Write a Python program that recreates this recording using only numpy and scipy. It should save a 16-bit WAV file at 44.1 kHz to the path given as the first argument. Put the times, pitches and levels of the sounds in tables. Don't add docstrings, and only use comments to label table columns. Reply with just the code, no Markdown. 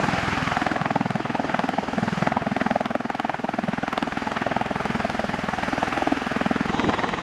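import sys
import numpy as np
from scipy import signal
from scipy.fft import rfft, irfft
from scipy.io import wavfile
from scipy.ndimage import uniform_filter1d, map_coordinates

SR = 44100
rng = np.random.default_rng(int(sys.argv[2]) if len(sys.argv) > 2 else 0)


def store_wav(level_fs):
    pcm = np.round(np.clip(np.atleast_2d(level_fs), -1, 1) * 32767)
    wavfile.write(sys.argv[1], SR, pcm.T.astype(np.int16))


def boost_factor(decibels):
    exponent = np.asarray(decibels, float) / 20
    return 10 ** exponent


N = 318402
PASS_HZ = 20.54
MOVE_S = 6.67
SPAN, LEAD = 2048, 700
USUAL_EXHAUST_DB = -36

# (time [s], crack level [dB], edge level [dB])
SHOCKS = [(0.6168, -33, -57.0), (0.6666, -31.5, -56.0), (0.7159, -32.0, -58.0), (0.815, -30, -59.0),
          (0.9143, -32, -60.0), (0.9567, -33, -59.0), (1.106, -29.5, -51.0), (1.1563, -29, -53.0),
          (1.545, -37, -62.0), (1.5926, -26, -57.0), (1.6412, -32, -58.0), (1.6902, -28, -43),
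          (2.2719, -33, -58.0), (2.3695, -39, -61.0), (2.5653, -27, -59), (2.6128, -35, -60.0),
          (2.7071, -39, -61.0), (2.809, -32.0, -65.0), (2.8576, -28, -49.0), (2.9068, -39, -55.5),
          (2.9528, -45, -48), (3.0029, -39.0, -63.0), (3.1014, -37, -50), (3.1508, -34, -55.5),
          (3.1989, -27.5, -50.0), (3.2961, -45, -52.0), (3.3445, -46, -65.0), (3.4438, -42, -59.0),
          (3.4921, -45, -58.0), (3.6873, -39.0, -56.0), (3.7366, -46, -62.0), (3.8295, -33, -61.0),
          (3.8806, -32, -63.0), (3.9293, -34, -44.0), (3.978, -22, -48), (4.0268, -26.5, -48.0),
          (4.0753, -38.0, -60.0), (4.1239, -42, -60.0), (4.174, -31.5, -60.0), (4.318, -31.0, -53),
          (4.6136, -33.0, -62.0), (4.6624, -31.5, -58.0), (4.8548, -32, -47), (4.904, -40, -55.0),
          (5.0994, -25, -57), (5.1983, -32.5, -56.0), (5.6349, -35, -55.0), (6.1224, -33, -59),
          (6.6578, -37.0, -54.5), (6.7968, -30.0, -53), (6.8961, -29.0, -58.0), (6.9447, -34, -59.0),
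          (6.9938, -31, -60.0), (7.0911, -28.0, -61.0)]
# (time [s], downwash level [dB], exhaust level [dB])
ROAR = [(0, -30.5, -32), (.3, -32.5, -28), (.55, -33, -31.5), (.86, -33.5, -38), (1.05, -41, -38),
        (1.47, -34.5, -36), (1.81, -38.5, -38), (2.2, -33.5, -35.5), (2.4, -37, -37.5), (2.99, -43.5, -42),
        (3.58, -43.5, -40.5), (4.34, -39, -36), (4.97, -36.5, -34), (5.4, -37.5, -34.5), (5.93, -35, -32.5),
        (6.6, -40, -33.5), (6.87, -32, -37), (7.22, -40, -39.5)]
# (time [s], blade load [dB], vortex strength [dB], centre of the thump [Hz])
BLADE = [(0, -22, -28, 235), (.46, -26, -38, 184), (.64, -22, -25.5, 243), (1.11, -22.5, -29, 204),
         (1.33, -21, -25.5, 246), (1.63, -29, -20, 208), (1.87, -26, -24, 240), (2.11, -22.5, -34, 188),
         (2.5, -25, -27, 205), (2.93, -27.5, -27.5, 240), (3.74, -24, -25.5, 232),
         (3.88, -27.5, -23.5, 244), (4.89, -29, -27.5, 191), (5.33, -27.5, -27, 216), (6.2, -26, -27, 238),
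         (6.4, -17, -26.5, 245), (6.62, -21.5, -36, 247), (7.22, -39, -34, 213)]


def unit(x):
    return x / np.sqrt(np.mean(x ** 2, axis=-1, keepdims=True) + 1e-20)


def along(points, hz):
    f, v = np.transpose(points)
    return np.interp(np.log(hz + 1), np.log(f + 1), v)


def curves(rows):
    s, *columns = np.transpose(rows)
    return [np.interp(np.arange(N) / SR, s, column) for column in columns]


def wobble(rate):
    knots = rng.standard_normal(int(N * rate / SR) + 4)
    return map_coordinates(knots, [np.arange(N) * rate / SR])


def from_side():
    return np.arange(N) >= MOVE_S * SR


def causal(spectrum, stretch, lean=1):
    hz = np.fft.rfftfreq(SPAN, 1 / SR) / np.reshape(stretch, (-1, 1))
    cepstrum = irfft(np.log(boost_factor(along(spectrum, hz))), SPAN)
    cepstrum[:, 1:SPAN // 2] *= 2
    cepstrum[:, SPAN // 2 + 1:] = 0
    log_response = rfft(cepstrum)
    return np.exp(log_response.real + 1j * lean * log_response.imag)


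def placed(rows, spectrum, seconds, db, stretch=1, lean=1):
    coloured = irfft(rfft(rows) * causal(spectrum, stretch, lean), SPAN)
    coloured = unit(coloured) * np.sqrt(660 / SPAN)
    at = np.round(seconds * SR).astype(int)[:, None] + np.arange(SPAN)
    pulses = coloured * boost_factor(db)[:, None]
    return np.bincount(at.ravel(), pulses.ravel(), N + 2 * SPAN)[LEAD:LEAD + N]


def hump(rise, fall, shift=0.):
    t = (np.arange(SPAN) - LEAD) / SR - shift
    return np.exp(np.where(t < 0, t / rise, -t / fall))


def puff(count, rise, fall):
    return rng.standard_normal((count, SPAN)) * hump(rise, fall)


def passes():
    # (time [s], lead [passes])
    rotor_lead = [
        (0, .2),
        (.5, .26),
        (3, .28),
        (6.665, .24),
        (6.67, .44),
        (7.22, .36),
    ]
    return PASS_HZ * np.arange(N) / SR + curves(rotor_lead)[0]


def beats():
    count = passes()
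    return np.searchsorted(count, np.arange(1, int(count[-1]) + 1))


def steep_shocks():
    s, crack_db, edge_db = np.transpose(SHOCKS)
    return s[(crack_db > -31.5) | (edge_db > -54.5)]


def strengths():
    # (time [s], thump [dB], slap [dB], snap [dB])
    square_hits = [(0.5698, -25.5, -22.5, -24.5), (.6675, -29, -21, -25), (.7162, -23, -27, -25.5),
                   (0.764, -31, -22.5, -26.5), (0.909, -25, -21.5, -28), (.9606, -22.5, -18.5, -29),
                   (1.0112, -20, -24.5, -30), (1.3526, -28, -22.5, -30.5), (1.5455, -23, -22, -24),
                   (1.5934, -25.5, -22, -27), (1.6907, -24, -22.5, -30.5), (1.9835, -20, -25.5, -31),
                   (2.273, -22, -21, -24.5), (2.322, -40, -21.5, -28), (2.3707, -26, -19.5, -30),
                   (2.613, -22, -25, -24), (2.6648, -22, -23, -26.5), (2.7117, -21, -20.5, -26.5),
                   (2.76, -28, -17, -30), (2.8091, -28, -21.5, -32), (2.9523, -24, -21, -27.5),
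                   (3.2968, -32, -23, -27), (3.5887, -23.5, -22.5, -31), (4.4681, -29.5, -21, -31),
                   (4.5657, -27, -21, -29), (5.0509, -28, -21.5, -31), (5.1961, -27, -23, -31),
                   (6.074, -22, -20, -28.5), (6.123, -17, -22, -32), (6.8968, -20.5, -45, -24)]
    # (time [s], thump [dB], slap [dB], snap [dB])
    stray_hits = [(0.0873, -31, -25, -31), (0.1841, -33, -28.5, -28), (0.2273, -29, -33, -32),
                  (0.3263, -24.5, -31, -26.5), (0.375, -25.0, -28, -27.5), (0.8134, -27, -28, -28),
                  (0.859, -26, -24, -24.5), (1.1058, -26, -30, -31), (1.1551, -21.5, -26, -33.5),
                  (1.2038, -27, -27.5, -32.5), (1.2997, -23.5, -32.0, -32.5), (1.6408, -21, -28, -31),
                  (1.7378, -29, -28, -32.5), (2.2249, -23, -26.0, -27.0), (2.4207, -29.5, -30, -33),
                  (2.4685, -23, -25.5, -31), (3.0533, -24.5, -32, -33), (3.3447, -43, -26, -30),
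                  (3.685, -22.5, -26.5, -33.0), (3.7824, -28, -29.0, -31), (3.8805, -28.5, -26, -27),
                  (3.9291, -27.5, -30.5, -25), (4.077, -26.5, -27.5, -36), (4.124, -30, -30.5, -28),
                  (4.2736, -30, -24, -29.5), (4.3217, -33, -28, -29.0), (4.3701, -30, -28.5, -24),
                  (4.422, -28, -28, -28.5), (4.5188, -28, -25, -28.5), (4.6619, -32, -28.5, -35),
                  (4.7111, -25.5, -25, -37), (4.8045, -36, -29, -28), (4.9538, -24, -29, -28.5),
                  (5.1001, -32, -27, -36), (5.1496, -26.5, -30, -31), (5.3913, -28.5, -30, -37),
                  (5.5868, -32, -24.5, -31.0), (5.634, -26.5, -26.5, -26.5), (5.9287, -28.5, -32, -25.5),
                  (5.9758, -24.5, -23, -27.0), (6.2201, -28, -31, -35), (6.4628, -20, -24, -27),
                  (6.5118, -19.5, -25.5, -33), (6.6069, -19.5, -31, -31), (6.6559, -25.5, -34, -32),
                  (6.744, -26, -39, -31), (6.7963, -23, -39, -24), (6.8467, -39, -38, -28.5),
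                  (6.9389, -49, -26, -24), (7.1407, -34, -29, -26)]
    # (time [s], thump [dB], slap [dB], snap [dB])
    further_hits = [(0.039, -25, -27.5, -26.5), (0.1329, -28, -31, -32), (0.4218, -23.5, -33, -30.5),
                    (0.4775, -27.5, -39, -27), (0.5201, -32, -25.0, -26.5), (0.6189, -23, -27, -24.5),
                    (1.2571, -30, -30.5, -30.5), (1.3988, -23.5, -24, -34.5), (1.4463, -25, -28.5, -33),
                    (1.4963, -32, -28, -29.5), (1.8324, -34, -29.5, -38), (1.884, -25.5, -28, -31.5),
                    (1.9343, -24.0, -30.0, -35), (2.032, -22, -28, -31.5), (2.1286, -25.0, -42, -31),
                    (2.5174, -22, -29.0, -33), (2.5666, -23.5, -23.5, -30.5), (2.857, -26.5, -27.5, -28),
                    (3.007, -26.5, -30.0, -33), (3.1021, -29.5, -24.0, -28.5), (3.1496, -28.5, -26.5, -34),
                    (3.1985, -27, -25, -27.5), (3.3948, -28.5, -35.0, -36), (3.4449, -23, -25, -34.5),
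                    (3.4916, -27.0, -23.5, -32), (3.5406, -26, -29, -30), (3.8341, -26, -26, -31),
                    (4.0267, -22.5, -27, -27.5), (4.1738, -25.5, -27.5, -30.5), (4.613, -28, -22.5, -31),
                    (4.9042, -27, -33.5, -29.0), (5.0018, -28.5, -29.5, -27.5), (5.3419, -28, -25.5, -32.5),
                    (5.4881, -27, -28, -28.5), (5.5366, -31, -25.5, -30.5), (5.732, -25, -26.0, -29.5),
                    (5.8743, -29, -28.5, -29), (6.2679, -24.5, -29.0, -35), (6.3161, -29, -29.0, -28.5),
                    (6.3633, -21, -29, -30), (6.4123, -22.5, -25, -27), (6.5619, -23.0, -35, -28.5),
                    (6.6961, -24, -33.0, -27), (6.9941, -32, -31, -26.5), (7.0429, -27, -25, -23)]
    scatter_db, faint_db, jitter_s = [0.5, -4, 2], -0.5, 0.001193
    at = beats()

    def nearest(s):
        return np.abs(at / SR - np.reshape(s, (-1, 1))).argmin(axis=1)

    luck = rng.standard_normal((len(at), 6))
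    load_db, vortex_db, _ = curves(BLADE)
    snap_db = -31.5 + 0.2 * (curves(ROAR)[1] - USUAL_EXHAUST_DB) + 1.5 * from_side()
    db = np.array([load_db[at], vortex_db[at], snap_db[at]]).T
    skew = luck[:, 3:5] ** 2 @ [[0.86, 0.23, 0.089], [0.057, 0.71, 0.63]]
    db = db + luck[:, :3] * scatter_db - faint_db * skew
    db[nearest(np.transpose(SHOCKS)[0]), 2] += 2.5
    s = at / SR + jitter_s * luck[:, 5]
    listed = np.array([*stray_hits, *further_hits, *square_hits])
    struck = nearest(listed[:, 0])
    s[struck], db[struck] = listed[:, 0], listed[:, 1:]
    s[nearest(steep_shocks())] = steep_shocks() + .0004
    return s, *db.T


def rush(spectrum, patchy_db, echo_s):
    # (frequency [Hz], level [dB])
    side_tilt = [(100, 8), (300, 5), (500, 5), (1500, 0.5), (3000, 4.5), (3900, 11), (4200, 0), (7000, 4),
                 (9000, -1), (15000, -6)]
    # (frequency [Hz], share [1])
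    grass = [(100, 0.2), (600, 0.5), (1200, 0.11), (3000, 0.015)]
    settle_s = 0.12
    hz, t, z = signal.stft(rng.standard_normal(N + 512), SR, nperseg=512)
    field = uniform_filter1d(rng.standard_normal(z.shape), 6, 0)
    field = uniform_filter1d(field, 10, 1)
    side_db = np.clip((t - MOVE_S + .02) / settle_s, 0, 1) * along(side_tilt, hz)[:, None]
    delay = np.where(t > MOVE_S, .0017, echo_s)
    turn = np.exp(-2j * np.pi * hz[:, None] * delay)
    echo = np.abs(1 - along(grass, hz)[:, None] * turn)
    gain_db = along(spectrum, hz)[:, None] + side_db + patchy_db * field / field.std()
    return unit(signal.istft(z * boost_factor(gain_db) * echo, nperseg=512)[1][:N])


def roar():
    # (frequency [Hz], level [dB])
    downwash_colour = [(20, -40), (40, -37), (90, -13.5), (200, -1), (400, -5), (800, -2.5), (1100, -6),
                       (1800, -26.5), (5000, -100)]
    exhaust_colour = [(500, -8.5), (1000, -2.5), (1500, 1), (2200, -4.5), (3000, -8), (3800, -17.5),
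                      (5000, -26.5), (7000, -54), (12000, -100)]
    hiss_colour = [(2500, -14), (3900, 0.5), (4900, 3.5), (5300, 0), (6500, -2), (7400, -6), (8600, -13),
                   (9300, -13), (11000, -20), (13000, -26), (15100, -33)]
    grit_colour = [(5000, -26), (7500, -4), (9000, 0), (10500, -5), (12000, -8), (13500, -15), (15100, -24),
                   (17000, -60)]
    # (time [s], level [dB])
    intake = [(.3, -41), (.55, -42.5), (.88, -49), (1.1, -49.5), (1.8, -49), (2.24, -44.5), (2.36, -52.5),
              (2.63, -49), (2.9, -54), (3.6, -53), (4.3, -48.5), (4.66, -50), (4.95, -47), (5.6, -46.5),
              (5.95, -44), (6.15, -46.5), (6.87, -47.5), (7.22, -51.5)]
    # (time [s], level [dB])
    thrown_grit = [(0, -74), (.8, -82), (2.2, -74.5), (3, -74.5), (4.2, -71), (4.9, -69), (5.5, -66),
                   (6, -64), (6.35, -67.5), (6.65, -69), (6.9, -70), (7.22, -70)]
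    downwash_db, exhaust_db = curves(ROAR)
    hiss_db = curves(intake)[0] - 2
    count = passes()
    since = (count + 0.055) % 1
    behind = (1 - np.exp(-since / 0.024)) * np.exp(-since / 0.22)
    beside = 0.66 * np.cos(np.pi * (count + 0.038)) ** 2
    swell = np.where(from_side(), beside, behind)
    grit_swell = np.cos(np.pi * (count - .12)) ** 4
    gust = wobble(4.99)
    grit_db = curves(thrown_grit)[0] + 7 * grit_swell + 1.4 * wobble(14)
    layers = [(downwash_colour, downwash_db + 9 * swell + 0.13 * gust, 2.5),
              (exhaust_colour, exhaust_db + 4 * swell + 0.5 * gust, 1.5),
              (hiss_colour, hiss_db + 5 * swell + 0.6 * gust, 1.2),
              (grit_colour, grit_db, 2.2)]
    return sum(boost_factor(db) * rush(colour, patchy_db, echo_s=0.002024) for colour, db, patchy_db in layers)


def lift():
    # (multiple [1], level [dB])
    lift_orders = [
        (2, -6.5),
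        (3, -3),
        (4, -2),
        (5, -5.5),
    ]
    # (time [s], level [dB])
    lift_trim = [(0, -1), (.7, -0.5), (1.1, -3), (1.7, -1), (1.9, 2), (2.2, 0), (2.6, 4), (3, -1),
                 (3.4, -2), (3.7, 3), (4.3, -1.5), (5, 3), (5.5, 1), (6.3, -2.5), (6.7, 1.5), (7.2, -3)]
    angle = 2 * np.pi * passes()
    phase = np.where(from_side(), .5, -2.6)
    tones = sum(boost_factor(db + 0.18 * wobble(1.6)) * np.cos(order * angle + phase) for order, db in lift_orders)
    swing_db = 1.1 * (curves(ROAR)[1] - USUAL_EXHAUST_DB)
    return boost_factor(-46 + curves(lift_trim)[0] + swing_db + 4.5 * from_side()) * unit(tones)


def hollow(s):
    # (time [s], level [dB])
    left_over = [(0.0, -40), (0.5, -44), (1.0, -34), (1.5, -36), (2.0, -34.5), (2.5, -37), (3.0, -38.5),
                 (3.5, -36.5), (4.0, -38.5), (4.4, -34), (4.9, -32), (5.4, -37.5), (5.8, -36.5), (6.2, -33),
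                 (6.5, -32.5), (6.9, -38), (7.22, -48)]
    # (frequency [Hz], level [dB])
    gap_colour = [(250, -29.5), (340, -4.5), (430, 2), (530, -4), (700, -26.5), (3000, -89)]
    gap_db = np.interp(s, *np.transpose(left_over)) + rng.normal(0, 1.8, len(s))
    return placed(puff(len(s), 0.0037, 0.0055), gap_colour, s - .002, gap_db)


def thump(thump_db):
    # (frequency [Hz], level [dB])
    blow_colour = [(60, -42.5), (130, -16.5), (185, 0), (230, 5.5), (285, 3), (340, -17), (520, -18.5),
                   (800, -47.5), (3000, -110)]
    push_colour = [(50, -52.5), (100, -8), (125, 0.5), (165, 1), (200, -4), (300, -18.5), (600, -104)]
    # (time [s], centre of the thump [Hz], deep push [dB])
    own_tones = [(0.036, 230, -28), (0.133, 265, -30), (0.279, 257, -28), (0.572, 237, -41),
                 (0.62, 253, -40), (0.718, 268, -36), (0.766, 272, -35), (0.815, 192, -26),
                 (0.912, 228, -32), (0.961, 230, -29), (1.01, 235, -31), (1.058, 210, -29),
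                 (1.156, 208, -32), (1.204, 265, -35), (1.302, 248, -32), (1.448, 265, -34),
                 (1.545, 212, -33), (1.594, 196, -34), (1.789, 215, -36), (1.935, 230, -35),
                 (1.983, 212, -29), (2.032, 200, -24), (2.081, 197, -29), (2.13, 189, -28),
                 (2.178, 183, -33), (2.227, 191, -23), (2.276, 231, -27), (2.324, 221, -28),
                 (2.47, 212, -35), (2.519, 208, -34), (2.568, 220, -35), (2.616, 255, -33),
                 (2.665, 242, -36), (2.714, 222, -41), (2.957, 250, -40), (3.444, 254, -37),
                 (3.639, 243, -34), (3.687, 195, -32), (3.736, 235, -40), (4.028, 232, -48),
                 (4.174, 265, -40), (4.223, 260, -38), (4.71, 228, -45), (4.905, 210, -30),
                 (4.953, 199, -28), (5.732, 258, -41), (5.976, 268, -39), (6.024, 286, -46),
                 (6.073, 262, -33), (6.122, 270, -39), (6.268, 225, -36), (6.365, 229, -33),
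                 (6.414, 240, -42), (6.463, 233, -36), (6.511, 245, -41), (6.609, 242, -35),
                 (6.699, 210, -37), (6.894, 251, -44)]
    usual_hz = 226
    at = beats()
    load_db, _, centre = (curve[at] for curve in curves(BLADE))

    def drifting(memory):
        fresh = rng.standard_normal((len(at), SPAN))
        return unit(signal.lfilter([1], [1, -memory], fresh, axis=0))

    own_s, own_hz, own_db = np.transpose(own_tones)
    own = np.abs(at / SR - own_s[:, None]).argmin(axis=1)
    stretch = (centre / usual_hz) ** 0.73 * boost_factor(0.35 * rng.standard_normal(len(at)))
    stretch[own] = (own_hz / 234) ** 1.01
    suction = -30. * (np.arange(SPAN) == LEAD - 130)
    pulse = suction + drifting(0.62) * hump(0.005, 0.0078, shift=-0.0036)
    blow = placed(pulse, blow_colour, at / SR - .0008, thump_db - .5, stretch=stretch)
    push_db = load_db + 0.1578 * (usual_hz - centre) - 8 + rng.normal(0, 0.3, len(at))
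    push_db[own] = own_db + 1.5
    return blow + placed(drifting(0.877) * hump(0.0015, 0.0025), push_colour, at / SR - .009, push_db)


def slap(s, slap_db, snap_db):
    # (frequency [Hz], level [dB])
    body_colour = [(250, -31.5), (500, -4.5), (650, 10.5), (800, 12.5), (920, 6.5), (1020, -41),
                   (1500, -25), (6000, -100)]
    snap_colour = [(500, -20.5), (1000, 2.5), (1300, 5.5), (1800, 2), (2500, -6.5), (3500, -16),
                   (6000, -33), (10000, -61), (15000, -73)]
    # (frequency [Hz], level [dB])
    side_notch = [(700, -4), (1050, 4.5), (1300, -3.5), (1600, -6), (1900, 4.5), (2200, -2), (2700, -1),
                  (3100, -0.5)]
    scatter_s, detune = .0035, .04
    count = len(s)
    spikes = np.zeros((count, SPAN))
    steep = np.abs(s[:, None] - steep_shocks()).min(axis=1) < .01
    spread = np.clip(rng.standard_normal((count, 5)), -1.7, 1.7)
    spread = np.where(steep[:, None], np.abs(spread), spread + .1)
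    lesser = np.clip(LEAD + SR * scatter_s * spread, 0, SPAN - 1).astype(int)
    np.put_along_axis(spikes, lesser, .5 * rng.standard_normal(lesser.shape), axis=1)
    gathered = 1.4 * np.clip((slap_db + 28.5) / 12, 0, 1)
    spikes[:, LEAD] = np.where(steep, -1.47, -1) - gathered
    burst = 3.35 * spikes + puff(count, 0.0012, 0.0013) + 0.44 * puff(count, 0.0043, 0.0049)
    stretch = 1 + detune * rng.standard_normal(count)
    body = placed(burst, body_colour, s - .0016 + 0.00095 * steep, slap_db, stretch=stretch, lean=.6)
    snap = 10 * spikes + puff(count, 0.0084, 0.0094)
    notch = boost_factor(np.outer(s > MOVE_S, along(side_notch, np.fft.rfftfreq(SPAN, 1 / SR))))
    return body + placed(irfft(rfft(snap) * notch, SPAN), snap_colour, s - .0005, snap_db, lean=.3)


def cracks():
    # (frequency [Hz], level [dB])
    crack_colour = [(500, -20), (1500, 10), (3000, 15), (5000, 2), (7500, -5), (10000, -15), (15500, -51),
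                    (20000, -110)]
    edge_colour = [(2000, -36), (5000, -8), (8000, 0), (11000, -4), (13500, -8), (15000, -8), (16000, -50),
                   (20000, -110)]
    s, crack_db, edge_db = np.transpose(SHOCKS)
    front = -7. * (np.arange(SPAN) == LEAD)
    noise = rng.standard_normal((len(s), SPAN))
    wake = noise * (hump(0.00024, 0.00093) + 0.31 * hump(0.0019, 0.0098))
    fine_wake = noise * (hump(.0003, .0008) + .2 * hump(.001, .003))
    edge = placed(front + fine_wake, edge_colour, s - .0001, edge_db - 10.5, lean=.3)
    return placed(front + wake, crack_colour, s - .0001, crack_db - 11.5, lean=.3) + edge


def scene():
    s, thump_db, slap_db, snap_db = strengths()
    flow = roar() + lift() + hollow(s)
    return (flow + thump(thump_db) + slap(s, slap_db, snap_db) + cracks())[None]


def band_limit(x):
    return signal.sosfilt(signal.butter(12, 15230, fs=SR, output="sos"), x)


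def record(dry):
    bass_cut = signal.butter(2, 33, "high", fs=SR, output="sos")
    top_cut = signal.cheby2(10, 30, 15350, fs=SR, output="sos")
    heard = signal.sosfiltfilt(bass_cut, dry, padtype="even", padlen=4000)
    heard = signal.sosfiltfilt(top_cut, heard)
    fade = np.minimum(1, np.arange(N, 0, -1) / 130)
    return band_limit(heard * fade)


dry = scene()
out = record(dry)
store_wav(out)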